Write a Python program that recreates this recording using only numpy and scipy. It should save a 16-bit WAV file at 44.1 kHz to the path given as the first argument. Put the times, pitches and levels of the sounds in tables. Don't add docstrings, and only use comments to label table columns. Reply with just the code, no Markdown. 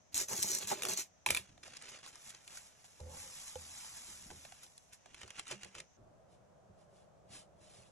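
import sys
import numpy as np
from scipy import signal
from scipy.fft import rfft, irfft, next_fast_len
from scipy.io import wavfile
from scipy.ndimage import uniform_filter1d

SR = 44100
rng = np.random.default_rng(int(sys.argv[2]) if len(sys.argv) > 2 else 0)


def wav_record(signal):
    frames = np.transpose(np.atleast_2d(signal))
    bounded = np.clip(frames, -1, 1)
    quanta = np.round(bounded * 32767).astype(np.int16)
    wavfile.write(sys.argv[1], SR, quanta)


N = 348831
TIME_S = np.arange(N) / SR
PUSH_ATTACK_S, PUSH_T60_S = 0.018, 0.12

# time_s, level_db, brightness_db, ring_hz
PAPER_SNAPS = [(1.5775, -53, -5, 690), (1.678, -45, 0, 696), (1.735, -48.5, -6, 2720),
               (1.769, -48, 12, 4870), (1.823, -46, 6, 1590), (1.906, -51, 5, 2230), (2.0623, -43, 2, 1200),
               (2.156, -49, 6.5, 1150), (2.3038, -44.5, 3, 1840), (2.348, -42.5, -2, 4350),
               (2.4776, -42.5, 2.5, 2600), (2.573, -43.5, 5, 1370), (2.8435, -54, 4, 700),
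               (3.003, -48, 0, 850), (3.5555, -41.5, -2, 3230), (3.8457, -46.5, -5, 910),
               (4.3034, -42.5, -6, 840), (4.311, -42, -2, 840), (4.4505, -45.5, -10, 770),
               (4.522, -44.5, -4, 834), (4.6648, -56, 4, 700), (4.7788, -51.5, 9, 4530),
               (5.059, -48, -4.5, 750), (5.1449, -41.5, -2.5, 2620), (5.215, -39.5, -3, 2580),
               (5.232, -42, -8.5, 1020), (5.278, -50, 3, 1150), (5.305, -39, -2.5, 2880),
               (5.395, -32.5, -1.5, 2840), (5.4545, -53, -0.5, 2600), (5.4696, -44, -4, 2660),
               (5.4802, -43, 2.5, 1990), (5.5125, -39.5, 4.5, 2320), (5.527, -41, 1, 1510),
               (5.6327, -40.5, 0.5, 2040), (5.647, -41, -1, 2100), (5.7509, -42, -0.5, 1190),
               (5.802, -38, -1.5, 2390)]


def from_db(db):
    return 10 ** (np.asarray(db) / 20)


def unit_rms(x):
    return x / np.sqrt(np.mean(x ** 2) + 1e-20)


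def butter(x, kind, cutoff_hz):
    return signal.sosfilt(signal.butter(2, cutoff_hz, kind, fs=SR, output="sos"), x)


def colour(x, spectrum):
    size = 2048
    hz, db = np.transpose(spectrum)
    grid_hz = np.maximum(np.fft.rfftfreq(size, 1 / SR), 1)
    cepstrum = irfft(np.log(from_db(np.interp(np.log(grid_hz), np.log(hz), db))))
    cepstrum[1:size // 2] *= 2
    cepstrum[size // 2 + 1:] = 0
    response = irfft(np.exp(rfft(cepstrum)))
    return signal.oaconvolve(x, response / np.linalg.norm(response))[:N]


def held(rows, attack_s, t60_s, arch_db=0):
    out = np.zeros(N)
    for start_s, length_s, db in rows:
        first = int(start_s * SR)
        span = slice(first, first + int((length_s + t60_s) * SR))
        age_s = TIME_S[span] - start_s
        bow_db = arch_db * (np.sin(np.pi * np.minimum(age_s / length_s, 1)) - 2 / np.pi)
        decay_db = 60 * np.maximum(age_s - length_s, 0) / t60_s
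        gain = np.clip(age_s / attack_s, 0, 1) * from_db(db + bow_db - decay_db)
        out[span] = np.maximum(out[span], gain)
    return out


def swells(rows, fall_s):
    power = np.zeros(N)
    for peak_s, rise_s, db in rows:
        rise_s = max(rise_s, 0.01)
        span = slice(max(int((peak_s - 2 * rise_s) * SR), 0), int((peak_s + 2 * fall_s) * SR))
        age_s = TIME_S[span] - peak_s
        power[span] += from_db(db - 20 * np.maximum(-age_s / rise_s, age_s / fall_s)) ** 2
    return np.sqrt(power)


def contacts(rows, tilt=0):
    out = np.zeros(N)
    for time_s, db, *brightness_db in rows:
        out[round(time_s * SR)] += from_db(db + tilt * sum(brightness_db))
    return out


def bursts(impulses, t60_s, spread_s=0):
    power = signal.lfilter([1], [1, -from_db(-120 / (t60_s * SR))], impulses ** 2 + 1e-24)
    power = np.maximum(uniform_filter1d(power, 1 + int(spread_s * SR)), 0)
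    return np.sqrt(power) * rng.standard_normal(N)


def grains(per_s, spread_db, t60_s):
    sizes = from_db(spread_db * np.minimum(rng.exponential(1, N), 4))
    hits = rng.random(N) < per_s / SR
    return unit_rms(bursts(sizes * hits, t60_s))


def strike(blows, modes, rise_s, scatter_db=0, detune=0):
    out = np.zeros(N)
    for k, ((hz, mode_db, t60_s), tilt) in enumerate(zip(modes, np.linspace(-1, 1, len(modes)))):
        age_s = TIME_S[:int(1.5 * t60_s * SR)]
        envelope = (-1) ** k * (1 - np.exp(-age_s / rise_s)) * from_db(-60 * age_s / t60_s)
        for time_s, db, brightness_db in blows:
            louder, higher = rng.standard_normal(2)
            gain = from_db(db + mode_db + tilt * brightness_db + scatter_db * louder)
            ring = envelope * np.sin(2 * np.pi * hz * (1 + detune * higher) * age_s)
            first = round(time_s * SR)
            out[first:first + len(ring)] += gain * ring[:N - first]
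    return out


def room_noise(hum_start_s=5.968):
    # freq_hz, level_db
    quiet_spectrum = [(25, -16), (70, 1), (180, -2.5), (350, -11), (650, -2.5), (1100, -12), (2500, -17),
                      (4700, -23), (6200, -7.5), (8000, -26.5), (12000, -38.5), (15500, -48.5)]
    hum_spectrum = [(25, -13), (70, 0), (140, 3), (190, 2), (240, -9.5), (300, -6.5), (430, -5), (620, 4),
                    (900, -8.5), (1300, -12.5), (2000, -22.5), (4500, -29.5), (6300, -25), (9000, -32.5),
                    (12000, -41), (15500, -58)]

    def diffuse(spectrum, shared):
        common = shared * rng.standard_normal(N)
        return unit_rms(np.array([colour(rng.standard_normal(N) + common, spectrum) for _ in range(2)]))

    quiet = from_db(-68.5) * diffuse(quiet_spectrum, shared=0.14)
    hum = from_db(-64) * diffuse(hum_spectrum, shared=0.37)
    fade = np.clip((TIME_S - hum_start_s) / 0.0071, 0, 1)
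    return (1 - fade) * quiet + fade * hum


def spreading():
    # start_s, length_s, crunch_db, scratch_db, drum_db
    pushes = [(0.117, 0.019, -56.5, -60, -73), (0.14, 0.094, -35.5, -46.5, -52.5),
              (0.273, 0.046, -42.5, -56.5, -50), (0.297, 0.055, -39.5, -65.5, -44.5),
              (0.337, 0.1, -40, -53, -54), (0.41, 0.18, -38.5, -56, -53), (0.593, 0.057, -45, -49.5, -51.5),
              (0.66, 0.084, -40.5, -47.5, -54), (0.696, 0.04, -38, -47.5, -39.5),
              (0.747, 0.076, -52.5, -54, -53.5), (0.811, 0.13, -46.5, -59, -46.5),
              (0.874, 0.062, -40.5, -47.5, -48), (0.96, 0.057, -39.5, -47.5, -54)]
    # time_s, level_db
    grain_snaps = [(0.1445, -29), (0.154, -30), (0.169, -33), (0.178, -27), (0.202, -34), (0.214, -33),
                   (0.285, -39), (0.326, -37), (0.332, -32.5), (0.364, -33), (0.423, -32), (0.4277, -21.5),
                   (0.433, -26.5), (0.486, -36), (0.516, -28.5), (0.550, -27), (0.586, -34.5), (0.673, -35),
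                   (0.702, -34), (0.886, -30), (0.895, -32), (0.904, -34), (0.935, -31), (0.974, -32),
                   (0.987, -35.5)]
    # freq_hz, level_db
    crunch_spectrum = [(200, -14.5), (700, -24.5), (2500, -17), (3800, -14.5), (5200, -6), (6200, 0.5),
                       (7600, 1), (10000, -5), (12000, -11), (14000, -19), (15700, -28)]
    scratch_spectrum = [(500, -19), (1500, -4.5), (2500, 2), (3200, -1.5), (4400, 4), (6000, -13),
                        (10000, -26), (15000, -41)]
    drum_spectrum = [(40, -23), (100, -13.5), (200, -3.5), (290, -7.5), (385, 4.5), (490, -4), (625, -0.5),
                     (730, -8), (860, -2.5), (1400, -10.5), (2500, -11.5), (8000, -48.5)]

    def push_gain(layer):
        rows = [(start_s, length_s, dbs[layer]) for start_s, length_s, *dbs in pushes]
        pushing = held(rows, PUSH_ATTACK_S, PUSH_T60_S, arch_db=5)
        rolling_on = from_db(-22.5) * held(rows, PUSH_ATTACK_S, t60_s=0.24, arch_db=5)
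        return np.maximum(pushing, rolling_on)

    crushing, scratching, pressing = map(push_gain, range(3))
    grit = unit_rms(grains(per_s=650, spread_db=2.2, t60_s=0.008) + rng.standard_normal(N))
    crunch = from_db(-1.4) * crushing * grit
    snaps = from_db(3.5) * bursts(contacts(grain_snaps), t60_s=0.0093, spread_s=0.00055)
    ticks = from_db(-14.5) * bursts(contacts(grain_snaps), t60_s=0.01, spread_s=0.00068)
    scratch = from_db(-1.5) * scratching * grains(per_s=700, spread_db=1.5, t60_s=0.0052)
    drumming = from_db(-3) * pressing * grains(per_s=900, spread_db=1.5, t60_s=0.017)
    return (colour(crunch + snaps, crunch_spectrum) + colour(scratch + ticks, scratch_spectrum)
            + colour(drumming, drum_spectrum))


def sway():
    # time_s, level_db
    leans = [(0.135, -63), (1.5, -64), (1.7, -68), (5.1, -69), (5.994, -63), (6.69, -72), (7.28, -71)]
    jolts = [(3.03, -57), (3.16, -66.5), (3.585, -64.5), (3.92, -68), (4.089, -62.5), (4.245, -59.5),
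             (4.33, -67.5)]
    # freq_hz, level_db
    spectrum = [(25, -8.5), (55, -4.5), (80, -0.5), (120, -2.5), (190, -7), (300, -11), (1000, -28.5),
                (3000, -56.5)]
    rise_s = 0.04
    motion = swells([(time_s, rise_s, db) for time_s, db in jolts + leans], fall_s=0.32)
    return from_db(-1) * motion * colour(rng.standard_normal(N), spectrum)


def table_bumps():
    # time_s, level_db, brightness_db
    bumps = [(0.308, -37, 9), (0.384, -38.5, -4), (0.441, -32, 6), (0.64, -45, -7), (0.714, -34, 21),
             (0.722, -30, 22), (0.897, -36, 13), (1.263, -39.5, 32.5), (1.272, -41.5, -5), (1.29, -36, 5),
             (1.313, -37.5, -12), (1.392, -47, -7), (4.078, -56, -4.5), (4.311, -46, 17.5),
             (5.231, -52, -16.5), (5.508, -36.5, 8), (5.53, -42, 3), (5.655, -42.5, 2), (5.757, -46, 4),
             (5.981, -53.5, -7), (6.064, -54, -2), (6.635, -58, -7), (6.694, -51, -13.5), (6.924, -53, 2.5),
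             (7.245, -56, -8), (7.3, -50, -8.5), (7.545, -55, -4.5), (7.61, -54, -5), (7.783, -54, -13)]
    # freq_hz, level_db, t60_s
    modes = [(72.6, -16, 0.19), (117, -11.5, 0.18), (190, -13.5, 0.36), (361, -8.5, 0.12),
             (420, -11.5, 0.084), (595, -10.5, .05), (866, -8, 0.034), (1070, -14, 0.023)]
    return from_db(-5.5) * strike(bumps, modes, rise_s=0.0016, scatter_db=-2, detune=0.039)


def bowl_ring():
    # start_s, length_s, level_db, pitch_ratio
    pushes = [(0.416, 0.047, -48, 0.95), (0.49, 0.074, -45, 0.94), (0.89, 0.049, -45.5, 0.99),
              (0.957, 0.036, -43.5, 0.96)]
    # freq_hz, width_hz, level_db
    resonances = [(2320, 250, -12.5), (4490, 160, -3.5), (6250, 180, 1.5), (8930, 400, -4.5)]
    out = np.zeros(N)
    for start_s, length_s, db, pitch_ratio in pushes:
        grit, ring = rng.standard_normal(SR), np.zeros(SR)
        for hz, width_hz, mode_db in resonances:
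            resonator = signal.iirpeak(hz * pitch_ratio, hz / width_hz, fs=SR)
            ring += from_db(mode_db) * unit_rms(signal.lfilter(*resonator, grit))
        out += held([(start_s, length_s, db)], PUSH_ATTACK_S, PUSH_T60_S) * np.resize(unit_rms(ring), N)
    return from_db(1.5) * out


def spoon_clatter():
    # time_s, crack_db, brightness_db, ring_db, pitch_ratio
    blows = [(0.8218, -30.5, 7.5, -33, 1.0), (0.8342, -30, 8, -29, 1.02), (0.852, -30, 9.5, -26.5, 0.98),
             (0.8705, -36, 6.5, -44, 1.0), (1.2623, -16, -1.5, -16.5, 0.99), (1.288, -27, -2.5, -25, 0.98),
             (1.302, -33, -5.5, -28.5, 1.08), (1.3052, -14.5, 4.5, -16.5, 1.02),
             (1.3248, -32, -2, -33.5, 1.0), (1.3478, -21, 2, -20.5, 0.98), (1.3662, -26.5, 3, -33, 1.12),
             (1.3717, -23, -0.5, -21.5, 1.02)]
    # freq_hz, level_db, t60_s
    modes = [(1000, -19, 0.028), (1690, -17, 0.012), (2317, -1.5, 0.013), (2548, -3.5, 0.014),
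             (3436, -2.5, 0.007), (5794, -12.5, 0.01), (6900, -9.5, 0.009), (8400, -5.5, 0.008),
             (10400, -2, 0.0075), (11750, -11, 0.005)]
    # freq_hz, level_db
    spectrum = [(200, -7.5), (750, -4), (1500, -4), (2450, 2.5), (3000, -2), (3700, 0), (4800, -2.5),
                (6700, -1.5), (9000, 5.5), (11300, -6.5), (14500, -26)]
    ring = np.zeros(N)
    for time_s, _, brightness_db, ring_db, pitch_ratio in blows:
        shifted = [(hz * pitch_ratio, db, t60_s) for hz, db, t60_s in modes]
        ring += strike([(time_s, ring_db, brightness_db)], shifted, rise_s=0.00028)
    hits = [row[:3] for row in blows]
    crack = from_db(-4) * bursts(contacts(hits, tilt=1), t60_s=0.006, spread_s=0.0011)
    jumping_sand = from_db(-18.5) * bursts(contacts(hits), t60_s=0.15)
    return from_db(-3) * ring + colour(crack + jumping_sand, spectrum)


def sheet_lift():
    # start_s, length_s, level_db
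    drags = [(1.40, 0.051, -68.5), (1.622, 0.032, -58.5), (1.712, 0.049, -60.5), (1.805, 0.14, -60),
             (2.02, 0.034, -61.5), (2.11, 0.046, -66), (2.25, 0.097, -66.5), (2.48, 0.062, -66.5)]
    holding = [(1.63, 1.7, -75.5)]
    # freq_hz, level_db
    spectrum = [(80, 0), (200, -1.5), (500, 3.5), (900, 0), (1400, 4.5), (2600, 5), (4000, 1.5), (6500, 3),
                (8800, 2.5), (11000, -6), (13000, -74)]
    motion = from_db(4.5) * held(drags + holding, attack_s=0.012, t60_s=0.51)
    return colour(motion * grains(per_s=600, spread_db=1.5, t60_s=0.02), spectrum)


def crackles():
    # freq_hz, level_db
    spectrum = [(200, -3.5), (900, -1), (1500, 3.5), (2700, 0.5), (4000, 2.5), (6500, 3.5), (9000, 8),
                (11300, -9.5), (13000, -42), (15500, -43)]
    snaps = [row[:3] for row in PAPER_SNAPS]
    split_hz = 3500
    dull = butter(bursts(contacts(snaps, tilt=-1.03), t60_s=0.019, spread_s=0.0017), "low", split_hz)
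    crisp = butter(bursts(contacts(snaps, tilt=1), t60_s=0.01, spread_s=0.0015), "high", split_hz)
    return colour(from_db(-3.5) * dull + from_db(1) * crisp, spectrum)


def paper_rings(t60_s=0.011, edge_ratio=1.18):
    out = np.zeros(N)
    age_s = TIME_S[:int(2 * t60_s * SR)]
    for time_s, db, _, hz in PAPER_SNAPS:
        burst = rng.standard_normal(len(age_s)) * from_db(-60 * age_s / t60_s)
        ring = butter(burst, "band", [hz / edge_ratio, hz * edge_ratio])
        first = round(time_s * SR)
        out[first:first + len(ring)] += from_db(db) * ring / np.abs(ring).max()
    return from_db(-5.5) * out


def pouring(spurts_per_s=22, spurt_db=1.47):
    # time_s, level_db
    flow_curve = [(2.55, -59.5), (2.75, -70.5), (3.05, -69), (3.2, -52.5), (3.3, -55.5), (3.48, -53.5),
                  (3.58, -59), (3.8, -54), (4.08, -54.5), (4.3, -61), (4.6, -64.5), (4.9, -76)]
    # peak_s, rise_s, level_db
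    slips = [(1.68, 0.1, -66), (1.89, -0.35, -54), (2.08, 0.02, -53.5), (2.3, 0.19, -54), (2.58, 0.2, -54),
             (2.665, -0.03, -61), (2.85, -0.28, -59), (3.48, -0.05, -50.5), (3.81, 0.39, -54.5),
             (3.97, -0.17, -51.5), (4.1, -0.7, -62), (4.47, 1, -66), (4.632, -1.6, -54.5),
             (4.932, -0.06, -55.5)]
    # freq_hz, level_db
    spectrum = [(150, -3), (400, -17), (900, -3), (1500, -6), (2200, -3), (4500, -2.5), (5800, 2.5),
                (8800, 4.5), (10300, 3.5), (11800, -8.5), (13100, -26), (14000, -36), (15500, -46)]
    hiss = colour(grains(per_s=12000, spread_db=3.5, t60_s=0.0034), spectrum)
    time_s, db = np.transpose(flow_curve)
    outside_s = np.maximum(time_s[0] - TIME_S, 0) + np.maximum(TIME_S - time_s[-1], 0)
    stream = from_db(np.interp(TIME_S, time_s, db)) * np.maximum(1 - outside_s / 0.019, 0)
    wander = np.interp(TIME_S * spurts_per_s, np.arange(400), rng.standard_normal(400))
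    flow = np.hypot(stream * from_db(spurt_db * wander), swells(slips, fall_s=0.041))
    return from_db(2.5) * flow * hiss


def sheet_flex():
    # start_s, length_s, level_db
    flutters = [(2.994, 0.019, -58.5), (3.04, 0.048, -61), (3.09, 0.062, -57), (3.235, 0.026, -65)]
    # freq_hz, level_db
    spectrum = [(200, -27), (420, -14), (520, 8), (650, -14), (870, -2.5), (1300, -22), (3000, -35)]
    # time_s, level_db, brightness_db
    buckles = [(3.010, -45, -5.5), (3.556, -39.5, 8), (4.319, -53, -0.5)]
    # freq_hz, level_db, t60_s
    modes = [(79.7, -4, 0.54), (161, -8.5, 0.066), (507, -1, 0.057), (850, -4.5, 0.022)]
    buckling = from_db(0.5) * strike(buckles, modes, rise_s=0.0016)
    tipping = held(flutters, attack_s=0.0027, t60_s=0.21, arch_db=1.5)
    return buckling + tipping * colour(grains(per_s=280, spread_db=1.5, t60_s=0.045), spectrum)


def sheet_laying(puff_lag_s=0.0076, puff_rise_s=0.027):
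    # peak_s, rise_s, rub_db, puff_db
    shoves = [(4.631, 1, -65, -72), (4.927, 0.03, -64.5, -85), (5.062, -1.5, -70.5, -62.5),
              (5.227, 0.17, -55.5, -57), (5.307, 0.3, -60, -69), (5.388, 0.06, -47, -59),
              (5.516, 0.0637, -43, -49.5), (5.638, 0.09, -55, -57), (5.685, 0.67, -62.5, -67.5),
              (5.752, -0.35, -49.5, -56.5), (5.783, -0.21, -50, -62), (5.802, 0.16, -60.5, -60.5)]
    # freq_hz, level_db
    slide_spectrum = [(100, 1), (500, -6), (900, -2.5), (1500, 2), (2100, 2.5), (2750, 6), (3800, -2.5),
                      (6500, 0), (8800, 0.5), (11000, -10.5), (13000, -64)]
    puff_spectrum = [(40, -15), (130, 4.5), (230, -10), (400, 7), (540, 3.5), (900, -7), (3000, -41)]
    shoving = swells([row[:3] for row in shoves], fall_s=0.047)
    slide = from_db(-1) * shoving * grains(per_s=900, spread_db=1, t60_s=0.012)
    escaping = swells([(peak_s + puff_lag_s, puff_rise_s, db) for peak_s, *_, db in shoves], fall_s=0.051)
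    puffs = from_db(-4) * escaping * rng.standard_normal(N)
    return colour(slide, slide_spectrum) + colour(puffs, puff_spectrum)


def brushing():
    # peak_s, width_s, level_db
    swishes = [(6.33, 0.026, -77), (6.81, 0.025, -78), (6.979, 0.047, -75.5), (7.342, 0.025, -59),
               (7.385, 0.033, -63), (7.635, 0.024, -75.5), (7.76, 0.083, -65.5)]
    # freq_hz, level_db
    spectrum = [(300, -7), (700, -9), (1400, -10), (2800, -6.5), (4500, -6.5), (6500, -7), (8800, -1),
                (10500, -5), (12000, -83)]
    speed = sum(from_db(db) * np.exp(-0.5 * ((TIME_S - peak_s) / width_s) ** 2)
                for peak_s, width_s, db in swishes)
    return from_db(4) * speed * colour(grains(per_s=4400, spread_db=1.5, t60_s=0.0066), spectrum)


def ports(x, response):
    hz, lag_rad, balance_db = np.transpose(response)
    size = next_fast_len(N + 4096)
    grid_hz = np.fft.rfftfreq(size, 1 / SR)
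    lean = from_db(np.interp(grid_hz, hz, balance_db) / 2)
    lag = np.exp(-1j * np.interp(grid_hz, hz, lag_rad))
    spectrum = rfft(x, size)
    return irfft([spectrum * lean, spectrum / lean * lag], size)[:, :N]


def reflections(x, t60_s, top_hz):
    age_s = TIME_S[:int(t60_s * SR)]
    tails = rng.standard_normal((2, len(age_s))) * from_db(-60 * age_s / t60_s) * (age_s > 0.001)
    tails /= np.linalg.norm(tails, axis=1, keepdims=True)
    return signal.oaconvolve(x[None], butter(tails, "band", [170, top_hz]), axes=1)[:, :N]


def shifting_echoes(x, hands_hz=2.3, sheet_hz=5.9):
    hands_rad, sheet_rad = 2 * np.pi * hands_hz * TIME_S, 2 * np.pi * sheet_hz * TIME_S
    shares = [a * b for a in (np.cos(hands_rad), np.sin(hands_rad))
              for b in (np.cos(sheet_rad), np.sin(sheet_rad))]
    return sum(reflections(x * share, t60_s=0.026, top_hz=6500) for share in shares)


def scene():
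    # freq_hz, right_lag_rad, left_minus_right_db
    front_response = [(20, 0, 0), (200, -.1, -3.5), (430, -.5, -1), (660, 1.5, -10), (1100, .8, -1),
                      (1700, .1, -1.5), (3000, 1.2, -4), (4000, 1.2, -.5), (4800, 3.1, -1), (5300, 5.4, -1),
                      (6200, 6.4, 0), (7000, 7.2, 0), (8200, 9, 0), (9900, 9.4, 0), (11500, 12.4, 0),
                      (16000, 12.9, 0)]
    side_response = [(20, 0, 0), (500, -.5, 1), (750, .4, -6), (1400, .4, -9), (2200, .2, 1), (2900, 3, -2),
                     (3900, 1.2, -2), (4800, 3.3, -2), (5300, 6, -1), (7200, 6.7, 0), (8200, 9, 0),
                     (9900, 9.4, 0), (11500, 12.4, 0), (16000, 12.6, 0)]
    rubbing = spreading() + bowl_ring() + sheet_lift() + sheet_laying() + brushing()
    knocks = butter(sway() + table_bumps() + sheet_flex(), "low", 1500)
    snaps = spoon_clatter() + crackles() + paper_rings()
    pour = pouring()
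    ahead = rubbing + snaps + knocks
    table = shifting_echoes(from_db(-4) * (rubbing + pour) + from_db(-5.5) * snaps + from_db(-3.5) * knocks)
    walls = from_db(-18) * reflections(ahead + pour, t60_s=0.2, top_hz=6940)
    return ports(ahead, front_response) + ports(pour, side_response) + table + walls + room_noise()


def record(dry):
    cutoff_hz = 15800
    return signal.sosfilt(signal.ellip(10, 0.1, 80, cutoff_hz, fs=SR, output="sos"), dry)


dry = scene()
out = record(dry)
wav_record(out)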